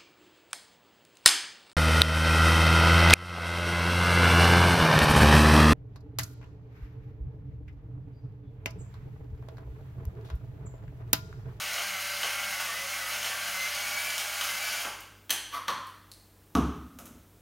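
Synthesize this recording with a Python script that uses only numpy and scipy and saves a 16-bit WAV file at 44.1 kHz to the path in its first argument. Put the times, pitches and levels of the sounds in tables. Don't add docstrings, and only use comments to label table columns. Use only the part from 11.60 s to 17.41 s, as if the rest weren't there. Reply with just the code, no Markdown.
import sys
import numpy as np
from scipy import signal
from scipy.fft import rfft, irfft, next_fast_len
from scipy.io import wavfile

SR = 44100
rng = np.random.default_rng(int(sys.argv[2]) if len(sys.argv) > 2 else 0)


def waveform_to_disk(signal):
    frames = np.transpose(np.atleast_2d(signal))
    scaled = np.clip(frames, -1, 1) * 32767
    samples = np.round(scaled).astype(np.int16)
    wavfile.write(sys.argv[1], SR, samples)


def makeup_ratio(level_db):
    decades = np.asarray(level_db, float) / 20
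    return 10 ** decades


N = 256220

# multiple of shaft speed, level in dB.
WHINE_ORDERS = [(1, -28), (3, -12.5), (4, -11.5), (5, -26), (6, -24), (7, -2.5), (8, -3), (9, -9),
                (10, -2.5), (11, 3), (12, -4.5), (14, -5), (15, -12), (16, -13), (18, -18), (21, -5),
                (22, -13.5), (33, -8.5)]
# time in seconds, shaft speed in turns per second.
FREE_SPEED = [(0, 194), (.12, 199), (.45, 194), (.66, 193), (.76, 200), (1.35, 196), (1.62, 196),
              (1.85, 199), (2.13, 203), (2.33, 204), (2.47, 213), (3.1, 212), (3.23, 208)]
# middle in seconds, length in seconds, speed sag in Hz.
JAMS = [(.36, .07, 7), (.99, .16, 14), (1.105, .08, 31), (1.2, .14, 14), (1.445, .11, 16), (1.725, .07, 35),
        (2.005, .19, 14), (2.68, .29, 10), (2.925, .16, 24)]
# middle in seconds, length in seconds, whine boost in dB.
BITES = [(.27, .25, 5), (.55, .25, 4), (.86, .22, 7), (1.1, .08, 2), (1.36, .14, 5), (1.57, .14, 3),
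         (2.01, .17, 9), (2.3, .24, 8), (2.5, .08, 4), (2.93, .14, 5), (3.13, .15, 2)]
# frequency in Hz, level in dB per Hz.
GRIT_SPECTRUM = [(88, -51), (150, -56), (193, -28), (367, -31.5), (608, -12.5), (950, -10.5), (1370, -4),
                 (1910, -5), (2110, -5), (3850, -9), (6630, -11.5), (7750, -17), (9790, -12.5),
                 (15600, -15)]
# frequency in Hz, width in Hz, level in dB.
SHELL_MODES = [(1400, 180, -6), (1575, 71, 3), (2200, 160, 5.5), (2940, 690, 7.5), (4630, 500, 7),
               (6370, 1600, -1.5), (9300, 530, -5)]

# start in seconds, peak in dB,
# treble in dB per octave.
CRACKS = [(0.181, -22.5, -0.5), (.632, -17.5, -1), (1, -22, 1), (1.23, -47, -2), (1.63, -22, 5),
          (1.645, -21, -0.5), (1.658, -33, -2), (2.15, -33, 13), (2.5035, -18, 5), (2.5805, -16, 8.5),
          (2.811, -18.5, 1), (2.838, -23, 12), (2.98, -40, -5), (3.145, -45, 0), (3.25, -23.5, -4.5),
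          (3.405, -30.5, 18.5)]
# start in seconds, peak in dB, treble in dB per octave.
SNAPS = [
    (3.6948, -25.5, -2),
    (3.7047, -9.5, 1.5),
]
# start in seconds, peak in dB, treble in dB per octave.
PUSHES = [
    (3.947, -46, 0.71),
    (4.0815, -16.5, 0),
]
# start in seconds, peak in dB, treble in dB per octave.
TICKS = [
    (4.2697, -37, 1.6),
    (4.5165, -31, -1.8),
]
# start in seconds, peak in dB, treble in dB per octave.
THUMPS = [
    (4.9515, -16, -0.5),
    (5.355, -54.5, -13),
    (5.41, -55, -6),
    (5.47, -52.5, -26),
    (5.54, -56.5, -5),
]
# start in seconds, peak in dB, treble in dB per octave.
LIFTS = [
    (5.3878, -30.5, 0.93),
    (5.3985, -45, 1),
    (5.456, -35, 3.6),
    (5.467, -41.5, 0.84),
]
# seated at, in seconds, rise in seconds, level in dB.
SLIDES = [
    (3.946, 0.032, -38),
    (4.08, 0.0049, -41),
]

# frequency in Hz, width in Hz, level in dB.
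CORN_MODES = [(506, 300, -29.5), (1330, 1100, 8.5), (3010, 500, 16.5), (5760, 2700, 1), (11900, 2700, -24)]
# frequency in Hz, width in Hz, level in dB.
CAP_MODES = [(336, 170, -16), (950, 540, -14), (1760, 610, -2), (2600, 720, -3.5), (3130, 370, 5),
             (4200, 790, -1.5), (6100, 340, 1.5), (8450, 460, -7), (10100, 310, -2.5), (13650, 900, -7),
             (6900, 60000, -12)]
# frequency in Hz, width in Hz, level in dB.
TUBE_MODES = [(285, 440, -23), (540, 120, -17), (1033, 95, 1.5), (1212, 280, 0.5), (1840, 830, -8),
              (3270, 880, -7.5), (4350, 570, -9.5), (5970, 1000, -15.5), (8000, 330, -49),
              (11000, 8800, -26)]
# frequency in Hz, width in Hz, level in dB.
RIM_MODES = [(4340, 720, 3), (9500, 1600, -6), (10900, 830, -6), (11800, 31000, -9)]
# frequency in Hz, width in Hz, level in dB.
COUNTER_MODES = [(70.4, 8.5, 8.5), (86.4, 5.9, -7), (127, 52, -6.5), (172, 33, -0.5), (225, 28, -6),
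                 (264, 53, 4.5), (312, 60, -5.5), (423, 53, -3.5), (714, 100, -11.5), (870, 240, -15.5),
                 (1210, 294, -3), (3100, 1900, -18), (6030, 1040, -21), (11200, 5700, -29.5)]
# frequency in Hz, width in Hz, level in dB.
BASE_MODES = [(288, 750, 4.5), (1330, 260, 9.5), (2700, 2400, -1), (6400, 1800, -1), (11800, 8800, -3.5)]

# frequency in Hz, T60 in seconds.
ROOM_T60_S = [(80, 0.71), (210, 0.75), (560, 0.49), (1470, 0.78), (3880, 0.77), (10200, 0.5), (16000, 0.25)]
# frequency in Hz, level in dB.
ROOM_LEVEL_DB = [(80, 13.5), (250, 12.5), (600, 13.5), (1500, 5.5), (4000, 1), (10000, 3.5), (16000, -2)]
# delay in seconds, level in dB.
EARLY_ECHOES = [(.0034, -2.5), (.009, -25), (.0135, -13.5), (.021, -5.5), (.029, -9.5)]
# frequency in Hz, level in dB per Hz.
AIR_SPECTRUM = [(76, -33), (130, -7.5), (242, -9), (308, -10.5), (488, -11.5), (659, -15), (2280, -24),
                (7740, -27.5), (8900, -26.5), (10200, -25), (12300, -24), (15600, -24)]
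# frequency in Hz, level in dB rms.
HUM_TONES = [(48.4, -66), (96.9, -62.5), (199.2, -79.5), (306.8, -72.5)]
# frequency in Hz, width in Hz, level in dB.
MIC_COLOUR = [(4580, 83, -4), (7580, 300, 1), (8550, 110, 2.5), (10530, 190, -4.5)]
# time in seconds, side against treble in dB.
PARTINGS = [(.815, -26), (1.895, -34), (2.01, -36), (2.105, -31), (2.18, -37), (2.347, -6), (2.555, -35),
            (4.66, -12), (4.73, -9), (4.9, -17), (5.34, -17)]

STOP_S, COAST_S, BRAKE_HZ_PER_S = 3.213, 0.073, 600
TEETH, OTHER_ORDERS_SHARE = 11, 0.34
WHINE_DB, WHINE_ROOM_SHARE = -41.5, 0.4
FLUTTER_DB, FLUTTER_PER_S = 2.0, 35
GRIND_DB, BRIGHT_DB, BRIGHTEN_DB_PER_S = -36.5, -3.5, 0.55
CRUSH_DB, CRUSH_S, LOUD_CRACK_DB = 6.5, 0.043, -11.5
JAM_DB_PER_HZ = -0.0289
SLIDE_RISE_DB, SLIDE_FADE_DB_PER_S = 12, 354
AIR_DB, RUMBLE_DB = -61, -67
EDGE_HZ = 15860


def mill():
    t_s = np.arange(N) / SR
    sag_hz = plateaus(JAMS)
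    after_s = np.maximum(t_s - STOP_S, 0)
    free_hz = np.interp(t_s, *np.transpose(FREE_SPEED))
    shaft_hz = np.maximum(free_hz - sag_hz - BRAKE_HZ_PER_S * after_s, 20)
    turns = np.cumsum(shaft_hz * (1 + 0.004 * wander(30))) / SR
    effort_db = GRIND_DB + CRUSH_DB * crush_load() + JAM_DB_PER_HZ * sag_hz
    coast = np.exp(-after_s / COAST_S)
    return coast * grit(turns, effort_db), coast * makeup_ratio(WHINE_DB) * evened(whine(turns))


def crush_load():
    load = np.zeros(N)
    for start_s, peak_db, _ in CRACKS:
        load[round(start_s * SR)] = makeup_ratio(peak_db - LOUD_CRACK_DB)
    return signal.lfilter([1], [1, -np.exp(-1 / (CRUSH_S * SR))], load)


def whine(turns):
    bite_db = plateaus(BITES)
    out = np.zeros(N)
    for order, db in WHINE_ORDERS:
        share = OTHER_ORDERS_SHARE if order % TEETH else 1
        level_db = db + FLUTTER_DB * wander(FLUTTER_PER_S) + bite_db * share
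        out += makeup_ratio(level_db) * np.cos(2 * np.pi * (order * turns + rng.random()))
    return out


def grit(turns, effort_db):
    gate = 0.55 + 0.5 * np.exp(-(3 * turns % 1) / 0.18) + 0.33 * np.exp(-(turns % 1) / 0.25)
    puffs = evened(gate * rng.standard_normal(N))
    crumb_size = makeup_ratio(4.0 * np.minimum(rng.exponential(1, N), 3))
    crumbs = crumb_size * (rng.random(N) < 1500 / SR) * rng.choice([-1, 1], N)
    raw = puffs + 0.6 * evened(crumbs * makeup_ratio(2.5 * wander(25)))
    raw = coloured(raw, lambda hz: makeup_ratio(read(GRIT_SPECTRUM, hz)))
    high = coloured(raw, lambda hz: 1 / (1 + (4500 / (hz + 1)) ** 4))
    ringing = np.zeros(N)
    for mode_hz, width_hz, db in SHELL_MODES:
        ringing += makeup_ratio(db + 1.5 * wander(5)) * resonate(raw, mode_hz, width_hz)
    bright_db = BRIGHT_DB + BRIGHTEN_DB_PER_S * np.arange(N) / SR
    body = evened(raw - high + 1.25 * ringing) + makeup_ratio(bright_db) * evened(high)
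    return makeup_ratio(effort_db - 6 + 1.0 * wander(45)) * body


def hits(rows, modes, chatter_s):
    out = np.zeros(N + 9000)
    t_s = np.arange(800) / SR
    for start_s, peak_db, treble_db in rows:
        force = np.fft.fft(rng.standard_normal(800) * np.exp(-t_s / chatter_s), 4096)
        force = np.fft.ifft(force / causal(np.log(abs(force) + 1e-9))).real[:800]
        ring = signal.fftconvolve(force, response(modes, treble_db))
        out[round(start_s * SR):][:len(ring)] += makeup_ratio(peak_db) * ring / abs(ring).max()
    return out[:N]


def rub():
    t_s = np.arange(N) / SR
    effort = np.zeros(N)
    for seated_s, rise_s, db in SLIDES:
        rise_db = SLIDE_RISE_DB * (seated_s - t_s) / rise_s
        fade_db = SLIDE_FADE_DB_PER_S * (t_s - seated_s)
        effort += (t_s > seated_s - rise_s) * makeup_ratio(db - np.where(t_s < seated_s, rise_db, fade_db))
    slips = evened(rng.standard_normal(N) * (rng.random(N) < 4000 / SR))
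    tube, rim = response(TUBE_MODES), response(RIM_MODES)
    both = tube / np.linalg.norm(tube) + makeup_ratio(-14) * rim / np.linalg.norm(rim)
    return signal.oaconvolve(effort * slips, both)[:N]


def kitchen(x):
    longer = np.r_[x[SR:0:-1], x]
    turn = np.pi * np.arange(len(longer)) / SR / 0.5
    out = x.copy()
    for k in range(3):
        share = np.sqrt(2 / 3) * abs(np.cos(turn + k * np.pi / 3))
        out += signal.fftconvolve(share * longer, room_tail())[SR:SR + N]
    return out


def room_tail():
    taps = np.zeros(SR)
    at = np.arange(100, SR - 12, 12)
    taps[at + rng.integers(0, 12, len(at))] = rng.choice([-1., 1.], len(at))
    hz, t_s, z = signal.stft(taps, SR, nperseg=512)
    t60_s = read(ROOM_T60_S, hz)[:, None]
    build = 1 - np.exp(-t_s / 0.0014)
    decay = makeup_ratio(read(ROOM_LEVEL_DB, hz)[:, None] - 60 * t_s / t60_s) / np.sqrt(t60_s)
    tail = signal.istft(z * build * decay, SR, nperseg=512)[1]
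    tail *= np.sqrt(12 * 2 * np.log(1000) / SR) * (np.arange(len(tail)) > 100)
    for delay_s, db in EARLY_ECHOES:
        tail[round(delay_s * SR * rng.uniform(0.97, 1.03))] += makeup_ratio(db - 3.5)
    return tail


def background():
    t_s = np.arange(N) / SR
    air = coloured(rng.standard_normal(N), lambda hz: makeup_ratio(read(AIR_SPECTRUM, hz)) * (hz > 20))
    rumble = resonate(resonate(rng.standard_normal(N), 49, 50), 49, 50)
    out = makeup_ratio(AIR_DB) * evened(air) + makeup_ratio(RUMBLE_DB) * evened(rumble)
    for tone_hz, db in HUM_TONES:
        level = np.sqrt(2) * makeup_ratio(db + 1.0 * wander(3))
        out += level * np.cos(2 * np.pi * (tone_hz * t_s + 0.039 * wander(1.6)))
    return out


def response(modes, treble_db=0):
    hz = abs(np.fft.fftfreq(16384, 1 / SR)) + 1
    power = np.zeros(len(hz))
    for mode_hz, width_hz, db in modes:
        detune = (hz - mode_hz * mode_hz / hz) / width_hz
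        power += makeup_ratio(2 * db) / (1 + detune ** 2) ** 1.63
    tilt = np.log(makeup_ratio(treble_db * np.log2(np.maximum(hz, 250) / 2000)))
    return np.fft.ifft(causal(0.5 * np.log(power + 1e-10) + tilt)).real[:8192]


def causal(log_gain):
    return np.exp(np.conj(signal.hilbert(log_gain)))


def resonate(x, hz, width_hz):
    turn = np.exp(2j * np.pi * np.cumsum(hz * np.ones(len(x))) / SR)
    r = np.exp(-np.pi * width_hz / SR)
    return 2 * (turn * signal.lfilter([1 - r], [1, -r], x / turn)).real


def coloured(x, gain):
    size = next_fast_len(len(x))
    return irfft(rfft(x, size) * gain(np.fft.rfftfreq(size, 1 / SR)), size)[:len(x)]


def read(points, hz):
    f, value = np.transpose(points)
    return np.interp(np.log(hz + 1), np.log(f + 1), value)


def wander(rate_hz):
    hz = np.fft.rfftfreq(2048, 128 / SR)
    slow = evened(irfft(rfft(rng.standard_normal(2048)) * np.exp(-(hz / rate_hz) ** 2)))
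    return np.interp(np.arange(N) / 128, np.arange(2048), slow)


def plateaus(rows):
    t_s = np.arange(0, N + 64, 64) / SR
    slow = sum(height * np.exp(-(2 * (t_s - mid_s) / length_s) ** 4) for mid_s, length_s, height in rows)
    return np.interp(np.arange(N) / SR, t_s, slow)


def evened(x):
    return x / np.sqrt(np.mean(x ** 2) + 1e-20)


def scene():
    grinding, whining = mill()
    dry = grinding + rub()
    dry += hits(CRACKS, CORN_MODES, chatter_s=0.0014)
    dry += hits(SNAPS, CAP_MODES, chatter_s=0.0047)
    dry += hits(PUSHES, TUBE_MODES, chatter_s=0.0041)
    dry += hits(TICKS, RIM_MODES, chatter_s=0.00094)
    dry += hits(THUMPS, COUNTER_MODES, chatter_s=0.00133)
    dry += hits(LIFTS, BASE_MODES, chatter_s=0.0023)
    heard = kitchen(dry + WHINE_ROOM_SHARE * whining) + (1 - WHINE_ROOM_SHARE) * whining
    return np.tile(heard + background(), (2, 1))


def band_limit(x):
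    return signal.sosfilt(signal.butter(12, 16690, fs=SR, output="sos"), x)


def record(dry):
    def microphone(hz):
        colour_db = sum(db / (1 + ((hz - band_hz) / width_hz) ** 2) for band_hz, width_hz, db in MIC_COLOUR)
        return makeup_ratio(colour_db) * makeup_ratio(-60 * (hz > EDGE_HZ)) / (1 + (42 / (hz + 1)) ** 4)

    mid = coloured(dry.mean(axis=0), microphone)
    t_s = np.arange(N) / SR
    opening = np.zeros(N)
    for at_s, db in PARTINGS:
        opening += makeup_ratio(db) * np.cos(np.pi / 2 * np.clip((t_s - at_s) / 0.02, -1, 1))
    treble = coloured(mid, lambda hz: hz > 4200)
    side = opening * np.roll(treble, 700)
    return band_limit(np.array([mid + side, mid - side]))


dry = scene()
out = record(dry)
waveform_to_disk(out)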